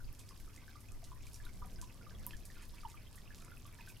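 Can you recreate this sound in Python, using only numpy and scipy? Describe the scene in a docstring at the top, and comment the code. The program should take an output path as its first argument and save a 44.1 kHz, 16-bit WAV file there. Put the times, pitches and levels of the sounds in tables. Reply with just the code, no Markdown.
"""A camel sips from a concrete trough in open desert, a few metres from the microphone.
Pockets of air ring as bubbles at its lips, among soft slurps, low sloshes, tiny clicks of snapping
water and one large plop. The trough walls throw the lip sounds back briefly.
Light wind rumbles on the microphone over a faint far-off motor hum and an even hiss."""
import sys
import numpy as np
from scipy import signal
from scipy.fft import rfft, irfft
from scipy.io import wavfile
from scipy.ndimage import uniform_filter1d

SR = 44100
rng = np.random.default_rng(int(sys.argv[2]) if len(sys.argv) > 2 else 0)


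def digitize_waveform(pressure):
    """Quantize a signal to 16-bit integers and store it at the path in sys.argv[1].

    Rows of a 2-D input are taken as channels; values are limited to [-1, 1].
    """
    field = np.atleast_2d(pressure).T
    bounded = np.clip(field, -1, 1)
    quanta = np.round(bounded * 32767).astype(np.int16)
    wavfile.write(sys.argv[1], SR, quanta)


N = 176400  # 4 seconds

WATER_PAN_DB, HISS_PAN_DB, BASS_PAN_DB = -3, -1.6, 1.5  # left minus right
RISE_CYCLES, BUBBLE_CYCLES = 0.75, 7.24  # swings a bubble takes to swell, and to fade to about a third


def amp(db):
    """Turns decibels into a gain to multiply by."""
    return 10 ** (np.asarray(db) / 20)


def unit(x):
    """Scales a signal to an average power of one."""
    return x / np.sqrt(np.mean(np.abs(x) ** 2) + 1e-30)


def read(points, hz, column=1):
    """Looks up a table at any pitch, sliding smoothly between its rows."""
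    table = np.array(points, float)
    return np.interp(np.log(hz + 1), np.log(table[:, 0] + 1), table[:, column])


def curve(points):
    """Joins (time_s, value) points with straight lines."""
    return np.interp(np.arange(N) / SR, *np.transpose(points))


def pan(db):
    """Left and right gains that make the left side louder by db."""
    return amp(np.array([[.5], [-.5]]) * db)


def add(mix, start_s, sound):
    """Adds a sound to the mix at a given time."""
    part = mix[max(round(start_s * SR), 0):][:len(sound)]
    part += sound[:len(part)]


def noise(colour, same, pan_db):
    """Stereo noise shaped by a colour table; same=1 makes both sides alike, 0 unrelated."""
    hz = np.fft.rfftfreq(N, 1 / SR)
    mid, side = rfft(rng.standard_normal((2, N)))
    spectrum = np.sqrt(1 + same) * mid + np.array([[1], [-1]]) * np.sqrt(1 - same) * side
    return unit(irfft(spectrum * amp(read(colour, hz)) * pan(pan_db), N))


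def air(level_db=-58.5):
    """Open air: a low distant wash under a faint steady hiss."""
    # Tone of the air: pitch_hz, relative_db
    colour = [(20, -80), (60, -79), (110, -83), (160, -89), (320, -93), (480, -100), (800, -104),
              (1200, -106), (2200, -110), (4000, -111), (5500, -108), (7500, -115), (12500, -114),
              (16000, -125)]
    # How alike left and right are: pitch_hz, likeness (0 to 1)
    likeness = [(30, 0.75), (120, 0.69), (700, 0.68), (3000, 0.32), (5700, 0.041), (8000, 0.5)]
    hz = np.fft.rfftfreq(N, 1 / SR)
    bass_share = 1 / (1 + (hz / 550) ** 2)
    pan_db = HISS_PAN_DB + (BASS_PAN_DB - HISS_PAN_DB) * bass_share
    return amp(level_db) * noise(colour, read(likeness, hz), pan_db)


def motor(waver=0.57):
    """A far-off motor hums with three wavering low tones."""
    # Tones of the hum (wider ones waver faster): pitch_hz, level_db, width_hz
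    tones = [(102.05, -65, 1), (121, -68.5, 2.2), (236.2, -79, 7.6)]
    t, offset_hz = np.arange(N) / SR, np.fft.fftfreq(N, 1 / SR)
    out = np.zeros((2, N))
    for hz, db, width_hz in tones:
        jitter = rng.standard_normal((2, N)) + 1j * rng.standard_normal((2, N))
        keep_slow = np.exp(-(offset_hz / width_hz) ** 2)
        shared, apart = unit(np.fft.ifft(np.fft.fft(jitter) * keep_slow))
        drift = 1 + waver * shared + np.array([[.3], [-.3]]) * apart
        out += amp(db) * unit((drift * np.exp(2j * np.pi * hz * t)).real)
    return pan(BASS_PAN_DB) * out


def wind(gust_half_s=0.057):
    """A breeze and short gusts rumble on the microphone."""
    # Strength of the breeze: time_s, level_db
    breeze = [(0, -54), (.8, -65), (1.5, -51.5), (2.05, -58), (2.7, -52), (2.95, -57), (4, -58.5)]
    # Gusts: middle_s, level_db
    gusts = [(.06, -43), (.45, -48.5), (0.952, -46), (1.1, -48), (1.27, -46), (1.44, -45), (1.62, -45),
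             (1.79, -43.5), (2.199, -43), (2.37, -48.5)]
    # Tone of the rumble: pitch_hz, relative_db
    colour = [(5, -12), (22, 8.5), (35, -4.5), (55, -6.5), (90, -14), (160, -35.5), (1500, -73)]
    t = np.arange(N) / SR
    buffets = sum(amp(db) * np.exp(-((t - s) / gust_half_s) ** 2) for s, db in gusts)
    return noise(colour, same=0.52, pan_db=BASS_PAN_DB) * np.hypot(amp(curve(breeze)), buffets)


def sloshes():
    """The muzzle pushes water about in muffled swells."""
    # Swells of water: middle_s, half_length_s, level_db
    swells = [(1.664, 0.15, -62), (2.224, 0.3, -62), (3.357, 0.25, -68)]
    # Tone of the water: pitch_hz, relative_db
    colour = [(60, -60), (130, -0.5), (185, 7), (300, -8), (700, -8.5), (1500, -53)]
    t = np.arange(N) / SR
    loudness = sum(amp(db) * np.exp(-((t - s) / half_s) ** 2) for s, half_s, db in swells)
    return noise(colour, same=0.73, pan_db=0.5) * loudness


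def trough(sound, echo_db, build_s=0.0033):
    """A sound followed by a short blur of echoes from the concrete walls."""
    # Echoes of the walls: pitch_hz, fade_s (time to fall 60 dB), relative_db
    walls = [(300, 0.17, -4), (740, 0.32, -12), (1030, 0.17, -0.5), (2070, 0.1, 1.5), (3580, 0.062, 1),
             (5460, 0.11, 1), (8000, 0.28, -9), (12100, .12, -1.5), (15900, 0.034, -5.5)]
    hz, t, spectrum = signal.stft(rng.standard_normal((2, SR // 2)), SR, nperseg=256)
    fade_s, start_db = read(walls, hz)[:, None], read(walls, hz, column=2)[:, None]
    tail = signal.istft(spectrum * amp(start_db - 60 * t / fade_s), SR, nperseg=256)[1]
    tail *= 1 - np.exp(-(np.arange(tail.shape[1]) / SR / build_s) ** 2)
    mid, side = tail / np.linalg.norm(tail[0])
    echoes = amp(echo_db) * (mid + np.array([[1], [-1]]) * amp(-8.0) * side)
    echoes[:, 0] += 1  # the direct sound
    return signal.fftconvolve(sound[None], echoes, axes=1)[:, :N]


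def pop(hz, cycles, sag=.1, sag_s=0.015):
    """A small pocket of air opens and rings out, sagging a little in pitch."""
    ring_s = cycles / hz
    t = np.arange(int(6 * ring_s * SR) + 24) / SR
    pitch_hz = hz * (1 - sag * (1 - np.exp(-t / sag_s)))
    shape = (1 - np.exp(-t * hz / RISE_CYCLES)) * np.exp(-(t / ring_s) ** 1.11)
    return shape / shape.max() * np.sin(2 * np.pi * np.cumsum(pitch_hz) / SR)


def faint_pops(colour, per_s, cycles, spread_db, clump, tries=6000):
    """Sipping makes many faint pops of all sizes, arriving in little clusters."""
    # Strength of the sipping: time_s, gain_db
    sipping = [(0, -4), (.7, -3.5), (1.4, -3), (2.2, -1.5), (2.65, -2), (3.05, 0.5), (3.35, -2.5), (4, 1)]
    out = np.zeros(N)
    bursts = np.exp(clump * unit(uniform_filter1d(rng.standard_normal(N), size=1800)))
    chance = bursts / bursts.mean() * per_s * N / SR / tries
    low_hz, high_hz = colour[0][0], colour[-1][0]
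    for when, dice, pitch, ring, softness in rng.random((tries, 5)):
        if dice < chance[int(when * N)]:
            hz = low_hz * (high_hz / low_hz) ** pitch
            db = read(colour, hz) + spread_db * (min(-np.log(softness), 2) - 1)
            add(out, when * N / SR, amp(db) * pop(hz, cycles * (.5 + ring)))
    return out * amp(curve(sipping))


def slurps(count=50, spread_s=.028, centre_hz=2695, spread_octaves=0.54):
    """Water drawn between the lips makes clouds of tiny bubbles, too dense to tell apart."""
    # Slurps: middle_s, bubble_level_db
    clouds = [(0.578, -74), (2.61, -63.5), (2.8, -68), (3.0, -68), (3.82, -65.5)]
    out = np.zeros(N)
    for middle_s, db in clouds:
        for when, pitch in rng.standard_normal((count, 2)):
            hz = centre_hz * 2 ** (spread_octaves * pitch)
            add(out, middle_s + spread_s * when, amp(db) * pop(hz, BUBBLE_CYCLES / 2))
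    return out


def spray(hz, fade_s=0.017, top_hz=13500, grain_db=0.5, size=4096):
    """Tiny droplets make a grainy puff of noise, spread about an octave either side of a pitch."""
    hiss = rng.standard_normal(size)
    grains = hiss * amp(grain_db * np.repeat(rng.standard_normal(size // 32), 32))
    all_hz = np.fft.rfftfreq(size, 1 / SR) + 1
    colour = np.exp(-.5 * np.log2(all_hz / hz) ** 2) / (1 + (all_hz / top_hz) ** 10)
    return unit(irfft(rfft(grains) * colour)) * np.exp(-np.arange(size) / SR / fade_s)


def tick(hz, ring_s=.00005):
    """A film of water snaps: a smooth burst of a few swings."""
    t = np.arange(96) / SR
    shape = t ** 2 * np.exp(-t / ring_s)
    return shape / shape.max() * np.cos(2 * np.pi * hz * (t - 2 * ring_s))


def lip_clicks():
    """Wet lips click, each time with a puff of spray, over a fine crackle."""
    # Fine crackle: pitch_hz, level_db
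    crackle = [(3000, -56), (5500, -59.5), (8000, -54), (12000, -57), (14500, -58)]
    # Single clicks: start_s, pitch_hz, click_level_db, spray_level_db
    clicks = [ (0.128, 12000, -45.5, -74), (0.15, 6500, -47.5, -71), (.193, 7000, -46, -60),
              (0.291, 7500, -45, -66), (0.399, 9000, -59, -64.5), (.563, 6740, -43, -81),
              (0.805, 10100, -49, -65), (.920, 7900, -42.5, -78), (1.042, 5850, -44, -60),
              (1.268, 6600, -44.5, -63), (1.334, 10000, -43.5, -64), (1.343, 6700, -55, -58.5),
              (1.359, 7600, -48, -64), (1.452, 11200, -47.5, -71), (1.659, 10500, -47.5, -70),
              (1.815, 6500, -35, -58), (2.266, 12700, -25, -65), (2.2678, 10900, -39, -64),
              (2.309, 3160, -41, -64.5), (2.368, 6400, -44, -65.5), (2.454, 9200, -41, -58),
              (2.623, 6750, -51, -64), (2.9, 6600, -44.5, -64), (3.157, 10200, -45.5, -61),
              (3.347, 5000, -40, -68), (3.420, 8500, -49, -70), (3.449, 8300, -43, -86),
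              (3.667, 10900, -46, -69), (3.889, 9800, -51, -60.5)]
    out = faint_pops(crackle, per_s=300, cycles=1, spread_db=6.5, clump=.9)
    for start_s, hz, click_db, spray_db in clicks:
        add(out, start_s, amp(click_db) * tick(hz))
        add(out, start_s, amp(spray_db) * spray(hz))
    return out


def lip_bubbles():
    """Clear bubbles pop at the lips among many faint ones."""
    # Faint bubbles: pitch_hz, level_db
    fizz = [(900, -73.5), (1100, -68), (1700, -68.5), (2400, -62), (3800, -68.5), (5500, -59)]
    # Clear bubbles: start_s, pitch_hz, level_db
    bubbles = [ (.004, 1494, -55.5), (0.045, 4800, -55), (.290, 5060, -49), (0.309, 1100, -54),
               (.309, 5060, -58), (0.477, 1310, -58), (.577, 2140, -55), (.680, 1620, -51.5),
               (.755, 1250, -54), (.886, 2570, -55.5), (1.028, 700, -57), (1.117, 1066, -50),
               (1.269, 2410, -53), (1.343, 5640, -46.5), (1.401, 1724, -54.5), (1.453, 3880, -50.5),
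               (1.465, 1490, -52), (1.492, 2210, -55), (1.619, 1016, -52), (1.622, 1262, -49),
               (1.646, 770, -57.5), (1.76, 5100, -50), (1.788, 1590, -56.5), (1.825, 1048, -51),
               (1.899, 2650, -55), (2.013, 1440, -56), (2.066, 1260, -53.5), (2.108, 1640, -55.5),
               (2.15, 3400, -55), (2.267, 1011, -51.5), (2.308, 2700, -48.5), (2.332, 3190, -54),
               (2.334, 1775, -50), (2.501, 1870, -53), (2.568, 1440, -56), (2.784, 2660, -54),
               (2.807, 4720, -53), (2.833, 1277, -52.5), (2.853, 3000, -53), (2.942, 1256, -54.5),
               (2.974, 2410, -52.5), (3.070, 3240, -56), (3.179, 1926, -53.5), (3.277, 2740, -53),
               (3.305, 1710, -51.5), (3.424, 1350, -56.5), (3.481, 1366, -55), (3.518, 1460, -51.5),
               (3.571, 2640, -53), (3.652, 1170, -56), (3.788, 1810, -55), (3.794, 970, -58),
               (3.808, 2590, -50), (3.874, 1586, -51), (3.9, 2570, -51), (3.967, 2920, -53)]
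    out = faint_pops(fizz, per_s=300, cycles=5.5, spread_db=3.5, clump=0.56)
    for start_s, hz, db in bubbles:
        add(out, start_s, amp(db) * pop(hz, BUBBLE_CYCLES))
    return out


def plop(start_s=2.8488, start_hz=961, level_db=-40.5, ring_s=0.015, sag_per_s=7.3):
    """A large pocket of air slides down in pitch and is choked off."""
    out = np.zeros(N)
    t = np.arange(SR // 10) / SR
    pitch_hz = start_hz * np.exp(-sag_per_s * t)
    shape = (1 - np.exp(-t * start_hz / RISE_CYCLES)) * np.exp(-(t / ring_s) ** 2)
    note = amp(level_db) * shape * np.sin(2 * np.pi * np.cumsum(pitch_hz) / SR)
    add(out, start_s, note)
    add(out, start_s + 0.044, amp(-20) * note)  # one echo off the far wall
    return out


def drinking():
    """The sounds at the camel's lips echo inside the trough."""
    bubbles = slurps() + lip_bubbles()
    clicks = lip_clicks()
    water = trough(bubbles, echo_db=-8) + trough(clicks, echo_db=-9) + trough(plop(), echo_db=-14.5)
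    return pan(WATER_PAN_DB) * water


def scene():
    """The drinking camel in its surroundings."""
    return drinking() + sloshes() + wind() + air() + motor()


def record(dry, top_hz=16000):
    """The microphone lifts the treble, and the very highest sounds are cut off."""
    # Tone of the microphone: pitch_hz, gain_db
    colour = [(4000, 1), (9000, 3), (12500, 4), (14500, 5), (16000, 2)]
    gain = amp(read(colour, np.fft.rfftfreq(N, 1 / SR)))
    brightened = irfft(rfft(dry) * gain, N)
    treble_cut = signal.firwin(401, top_hz, window=("kaiser", 8), fs=SR)
    return signal.oaconvolve(brightened, treble_cut[None], "same")


dry = scene()
out = record(dry)
digitize_waveform(out)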